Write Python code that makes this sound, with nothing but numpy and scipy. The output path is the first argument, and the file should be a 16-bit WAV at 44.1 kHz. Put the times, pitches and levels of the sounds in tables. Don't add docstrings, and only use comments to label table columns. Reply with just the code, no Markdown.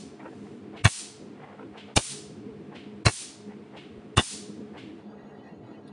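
import sys
import numpy as np
from scipy import signal
from scipy.fft import rfft, irfft, next_fast_len
from scipy.io import wavfile
from scipy.ndimage import uniform_filter1d, minimum_filter1d, map_coordinates

SR = 44100
rng = np.random.default_rng(int(sys.argv[2]) if len(sys.argv) > 2 else 0)


def store_pcm(level_fs):
    pcm = np.round(np.clip(level_fs, -1, 1) * 32767).astype(np.int16)
    wavfile.write(sys.argv[1], SR, np.atleast_2d(pcm).T)


N = 261072

# (time [s], crack [dB], blast [dB], thump [dB], wall echo delay [s], wall echo [dB], room [dB],
#  film tension [pitch ratio], flap of the free sheet [Hz], boosted band [Hz], damped band [Hz],
#  width of the damped band [Hz], highest ringing [Hz])
LASER_PULSES = [(-.253, -12, 0, 6, .016, -8, -19.5, 1, 300, 2500, 3000, 500, 6000),
                (.855, -11, -1.5, 9, 0.007, -6, -19, 0.98, 175, 2450, 5120, 1300, 7000),
                (1.9731, -2.3, 1, 1, 0.016, -20.5, -19.5, 1.026, 440, 800, 1600, 1000, 7120),
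                (3.067, -8.5, 2.5, 5.5, 0.013, -11, -19.5, 0.98, 400, 4120, 3330, 750, 5900),
                (4.181, -9, -0.5, 3.2, 0.01, -4, -19, 1.0, 330, 3200, 2270, 400, 3780)]
# (frequency [Hz], level [dB])
RUSTLE_SPECTRUM = [(250, -26), (450, 12), (620, 9), (850, 10), (1200, 0.5), (1900, -1), (2900, -12),
                   (4500, -36), (10000, -66)]


def amp(db):
    return 10 ** (np.asarray(db) / 20)


def unit(x):
    return x / np.sqrt(np.mean(x ** 2) + 1e-20)


def clock():
    return np.arange(N) / SR


def along(points, hz):
    freqs, values = np.transpose(points)
    return np.interp(np.log(hz + 1), np.log(freqs + 1), values)


def curves(rows):
    times, *columns = np.transpose(rows)
    return [np.interp(clock(), times, column) for column in columns]


def wobble(rate):
    return map_coordinates(rng.standard_normal(int(N * rate / SR) + 4), [clock() * rate])


def burst(t, rise, t60):
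    return amp(-60 * np.maximum(-t / rise, t / t60))


def bell(centre_s, half_s):
    return np.exp(-.5 * np.abs((clock() - centre_s) / half_s) ** 3)


def filtered(x, response):
    size = next_fast_len(N + 8192)
    return irfft(rfft(x, size) * response(np.fft.rfftfreq(size, 1 / SR)), size)[..., :N]


def shape(points):
    return lambda hz: amp(along(points, hz))


def resonances(modes):
    return lambda hz: sum((-1) ** k * amp(db) * 1j * hz * width / (peak ** 2 - hz ** 2 + 1j * hz * width)
                          for k, (peak, width, db) in enumerate(modes))


def humps(modes, hz):
    return sum(amp(db) / np.sqrt(1 + (2 * (hz - centre) / width) ** 8) for centre, width, db in modes)


def noise(response):
    return unit(filtered(rng.standard_normal(N), response))


def diffuse(response):
    # (frequency [Hz], side level relative to mid [dB])
    stereo_width = [(3000, -70), (4500, -20), (6500, -9), (10000, -7)]
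    mid = filtered(rng.standard_normal(N), response)
    side = filtered(rng.standard_normal(N), lambda hz: response(hz) * shape(stereo_width)(hz))
    return unit(np.array([mid + side, mid - side]))


def cooling(pump_hz=208.6, motor_hz=199.3, whine_hz=713, hiss_db=-58.5):
    # (time [s], fan air [dB], hum [dB])
    swell = [(0.02, -46, -49.5), (0.74, -44.8, -50), (1.1, -50.5, -52.5), (1.26, -45, -44.5),
             (1.5, -50.5, -52.5), (1.66, -46.5, -45), (1.82, -50.5, -52.5), (2.34, -43, -48),
             (2.74, -47, -52.5), (2.98, -45, -44.6), (3.34, -50.6, -64.6), (3.5, -49, -47),
             (3.74, -50, -54), (3.9, -46.5, -47), (4.9, -45.5, -51.5), (5.46, -50, -52), (5.7, -47.2, -59),
             (5.92, -51, -48.5)]
    # (frequency [Hz], level [dB])
    air_spectrum = [(20, -56.5), (45, -35), (75, -14.5), (110, -8), (170, -3.5), (215, 3), (270, -2),
                    (330, -3.5), (440, -5), (560, -12.5), (900, -37), (2000, -77.5)]
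    # (frequency [Hz], width [Hz], level [dB])
    cabinet_modes = [(110.5, 35, -4.5), (146.6, 16, -3.5), (265, 33, 2), (321.7, 33, 2), (382.3, 23, -5),
                     (438, 36, -1)]
    # (frequency [Hz], level [dB])
    hiss_spectrum = [(40, -21.5), (150, -5), (600, 6), (900, 4.5), (1400, 0), (2600, -4), (4200, -11.5),
                     (6000, -19.5), (9500, -22.5), (11000, -40)]

    def tone(hz):
        waver = amp(2 * wobble(rate=22))
        return waver * np.sqrt(2) * np.sin(2 * np.pi * hz * clock() + 0.89 * wobble(rate=9))

    fan_db, hum_db = curves(swell)
    fan_db += 0.5 * wobble(rate=11)
    hum_db += 3.5 * wobble(rate=9)
    churn = 0
    for hz, width, db in cabinet_modes:
        strength = amp(db + 4.5 * wobble(rate=14))
        drift = 2.19 * wobble(rate=width)
        churn += strength * np.sin(2 * np.pi * hz * clock() + drift)
    flutter = amp(-6 + 4.5 * wobble(rate=36)) * noise(shape(air_spectrum))
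    air = amp(fan_db) * (flutter + amp(-2) * unit(churn))
    pump = amp(-3) * (tone(pump_hz) + amp(-5) * tone(2 * pump_hz))
    motor = amp(-7) * tone(motor_hz)
    whine = amp(-67) * tone(whine_hz)
    drop_db, = curves([(4.98, 0), (5.1, -10)])
    hiss = amp(hiss_db + drop_db) * diffuse(shape(hiss_spectrum))
    return air + amp(hum_db) * (pump + motor) + whine + hiss


def ticks(ring_db=-6, scuff_db=1.5):
    # (time [s], level [dB])
    tick_times = [(0.764, -49), (1.772, -48.5), (2.749, -49), (3.764, -49), (4.772, -48.5)]
    # (frequency [Hz], level [dB])
    spread_spectrum = [(400, -19.5), (1400, -1), (2200, 7.5), (3000, 9), (4200, 1), (6000, -12),
                       (9000, -16.5), (11000, -30.5)]
    # (frequency [Hz], width [Hz], level [dB])
    ring_modes = [(1554, 38, 0), (2170, 23, 6), (2810, 65, 3.5), (3160, 70, -8), (3270, 19, -5.5),
                  (3396, 90, -1.5)]
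    spread = sum(amp(db) * burst(clock() - at - .008, rise=0.047, t60=0.55) for at, db in tick_times)
    ring = sum(amp(db) * burst(clock() - at - .008, rise=0.044, t60=0.43) for at, db in tick_times)
    scuff = sum(amp(db) * bell(at - .006, half_s=.024) for at, db in tick_times)
    return (spread * diffuse(shape(spread_spectrum))
            + amp(ring_db) * ring * noise(resonances(ring_modes))
            + amp(scuff_db) * scuff * noise(shape(RUSTLE_SPECTRUM)))


def hollow_rush(rush_full_s=5.0, rush_rise_s=.17, click_s=5.88):
    # (frequency [Hz], width [Hz], level [dB])
    whistle_bands = [(1295, 340, 0.5), (1627, 94, 1.5), (1914, 170, 2), (2220, 120, -5.5), (2525, 89, -0.5),
                     (2760, 100, -4), (3020, 78, -3), (3460, 220, -7), (3890, 150, -7), (4224, 150, -7.5),
                     (4720, 150, -11), (5580, 140, -17), (6150, 140, -21.5), (6580, 200, -18),
                     (6970, 110, -18.5)]
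    # (frequency [Hz], level [dB])
    body_spectrum = [(60, -35), (300, -14), (550, 3.5), (900, 0), (1200, -11.5), (2200, -26), (4500, -37),
                     (7000, -40), (11000, -44)]
    # (frequency [Hz], width [Hz], level [dB])
    click_modes = [(3560, 74, -4), (4050, 220, -10.5), (4750, 110, -8), (9400, 250, -17)]
    fade_in = amp(60 * np.minimum(clock() - rush_full_s, 0) / rush_rise_s)
    flicker = amp(-54.5 + 2 * wobble(rate=25))
    whistle = 0
    for band in whistle_bands:
        waver = amp(4 * wobble(rate=20))
        whistle += waver * filtered(rng.standard_normal(N), lambda hz: humps([band], hz))
    rush = amp(-2) * noise(shape(body_spectrum)) + amp(-10.5) * unit(whistle)
    click = amp(-57) * burst(clock() - click_s, rise=.03, t60=0.07) * noise(resonances(click_modes))
    return fade_in * flicker * rush + click


def film_rustles(ripple_db=5, grain_db=3, flex_db=1.5):
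    # (time [s], level [dB], half length [s])
    shifts = [(0.212, -43, 0.013), (0.262, -44.5, 0.025), (0.328, -49, 0.0083), (0.464, -52.5, 0.012),
              (1.465, -48, 0.085), (1.613, -46.5, 0.028), (1.901, -48, 0.019), (3.512, -51, .02)]
    rustles = np.zeros(N)
    ripple_hz = np.arange(0, 6000, 110)
    for at, db, half_s in shifts:
        ripple = ripple_db * rng.standard_normal(len(ripple_hz))
        colour = lambda hz: shape(RUSTLE_SPECTRUM)(hz) * amp(np.interp(hz, ripple_hz, ripple))
        rustles += amp(db) * bell(at, half_s) * noise(colour)
    slide_colour = shape([(2000, 1), (5000, -1), (9500, -5), (11000, -21)])
    slide = amp(-65.5) * bell(centre_s=0.42, half_s=0.15) * diffuse(slide_colour)
    grain = unit(amp(grain_db * wobble(rate=190) + flex_db * wobble(rate=25)))
    return rustles * grain + slide


def room_ring(build_s=0.009):
    # (frequency [Hz], level [dB])
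    room_spectrum = [(200, -27), (900, -8), (1600, -8.5), (2800, -2), (4500, 0), (6500, 2), (8000, 4),
                     (9400, 9.5), (10500, -2.5), (11300, -37.5)]
    # (frequency [Hz], time to fall 60 dB [s])
    ring_times = [(500, 0.49), (2500, 0.56), (4500, 0.62), (7000, 0.51), (10000, 0.41)]
    hz, t, bands = signal.stft(diffuse(shape(room_spectrum)), SR, nperseg=256)
    t60 = along(ring_times, hz)[:, None]
    power = 0
    for at, _, _, _, _, _, room_db, *_ in LASER_PULSES:
        age = np.maximum(t - at, 0)
        build_up = 1 - np.exp(-age / build_s)
        power += (build_up * amp(room_db - 60 * age / t60)) ** 2
    return signal.istft(bands * np.sqrt(power), SR, nperseg=256)[1][:, :N]


def film_ring(hz, tension, flap_hz, boost_hz, damped_hz, damped_width, top_hz):
    # (frequency [Hz], width [Hz], level [dB])
    sheet_modes = [(790, 230, 1.5), (1150, 250, -1.5), (1500, 240, -5), (1860, 250, 1), (2270, 200, 2.5),
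                   (2790, 370, 1), (3556, 340, 1.5), (4238, 330, -0.5), (4830, 180, -3.5),
                   (5670, 170, -4.5), (6570, 300, -4)]
    boost_db = 4 * humps([(boost_hz, 850, 0)], hz)
    damping_db = 20 * humps([(damped_hz, damped_width, 0)], hz)
    treble_cut = 1 / (1 + (hz / top_hz) ** 40)
    flap = humps([(flap_hz, flap_hz / 1.5, 2)], hz)
    return flap + humps(sheet_modes, hz / tension) * amp(boost_db - damping_db) * treble_cut


def laser_snaps(crack_lead_s=0.0077, thump_hz=108, spiky_db=4.5):
    # (frequency [Hz], level [dB])
    crack_spectrum = [(500, -19.5), (2000, -11.5), (4000, -5.5), (7000, -4.5), (9500, -1), (11000, -26)]
    # (frequency [Hz], level [dB])
    blast_spectrum = [(25, 3.5), (100, 11), (200, 2), (330, -3.5), (520, -3.5), (750, -6.5), (1300, -3.5),
                      (2200, -11.5), (3500, -16), (6000, -15), (11000, -34.5)]
    snaps = np.zeros((2, N))
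    for at, crack_db, blast_db, thump_db, echo_s, echo_db, _, *grip in LASER_PULSES:
        t = clock() - at
        crack = burst(t + crack_lead_s, rise=0.017, t60=0.06) * diffuse(shape(crack_spectrum))
        shocks = unit(amp(spiky_db * wobble(rate=1700)) * rng.standard_normal(N))
        front = amp(3) * burst(t, rise=0.0045, t60=0.0032)
        swell = burst(t, rise=0.042, t60=0.05)
        echo = amp(echo_db) * burst(t - echo_s, rise=0.0089, t60=0.075)
        colour = lambda hz: unit(shape(blast_spectrum)(hz) + film_ring(hz, *grip))
        blast = filtered((swell + front + echo) * shocks, colour)
        blast *= amp(60 * np.minimum(t + 0.014, 0) / 0.011)
        thump = -np.cos(2 * np.pi * thump_hz * t) * burst(t - .002, rise=0.034, t60=0.037)
        snaps += amp(crack_db) * crack + amp(blast_db) * blast + amp(thump_db) * thump
    return snaps


def scene():
    return laser_snaps() + room_ring() + cooling() + ticks() + film_rustles() + hollow_rush()


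def gain_control(x, threshold_db=-17, depth_db=14, split_hz=800, ahead_samples=660):
    loud = uniform_filter1d(x[0] ** 2, size=256) > amp(threshold_db) ** 2

    def gain(hold_s, recover_db_per_s):
        span = int(hold_s * SR) + ahead_samples
        shift = (span - 1) // 2 - ahead_samples + 1
        held_db = -minimum_filter1d(-depth_db * loud.astype(float), span, origin=shift)
        ramp_db = recover_db_per_s * clock()
        cut_db = np.maximum.accumulate(held_db + ramp_db) - ramp_db
        return amp(-uniform_filter1d(cut_db, size=300))

    bass = filtered(x, lambda hz: 1 / (1 + (hz / split_hz) ** 4))
    treble = x - bass
    return (bass * gain(hold_s=0.091, recover_db_per_s=330)
            + treble * gain(hold_s=0.008, recover_db_per_s=122))


def record(dry):
    ceiling, top_hz = .8, 11300
    ducked = gain_control(dry)
    rounded = ducked / (1 + np.abs(ducked / ceiling) ** 6) ** (1 / 6)
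    return filtered(rounded, lambda hz: 1 / np.sqrt(1 + (hz / top_hz) ** 120))


dry = scene()
out = record(dry)
store_pcm(out)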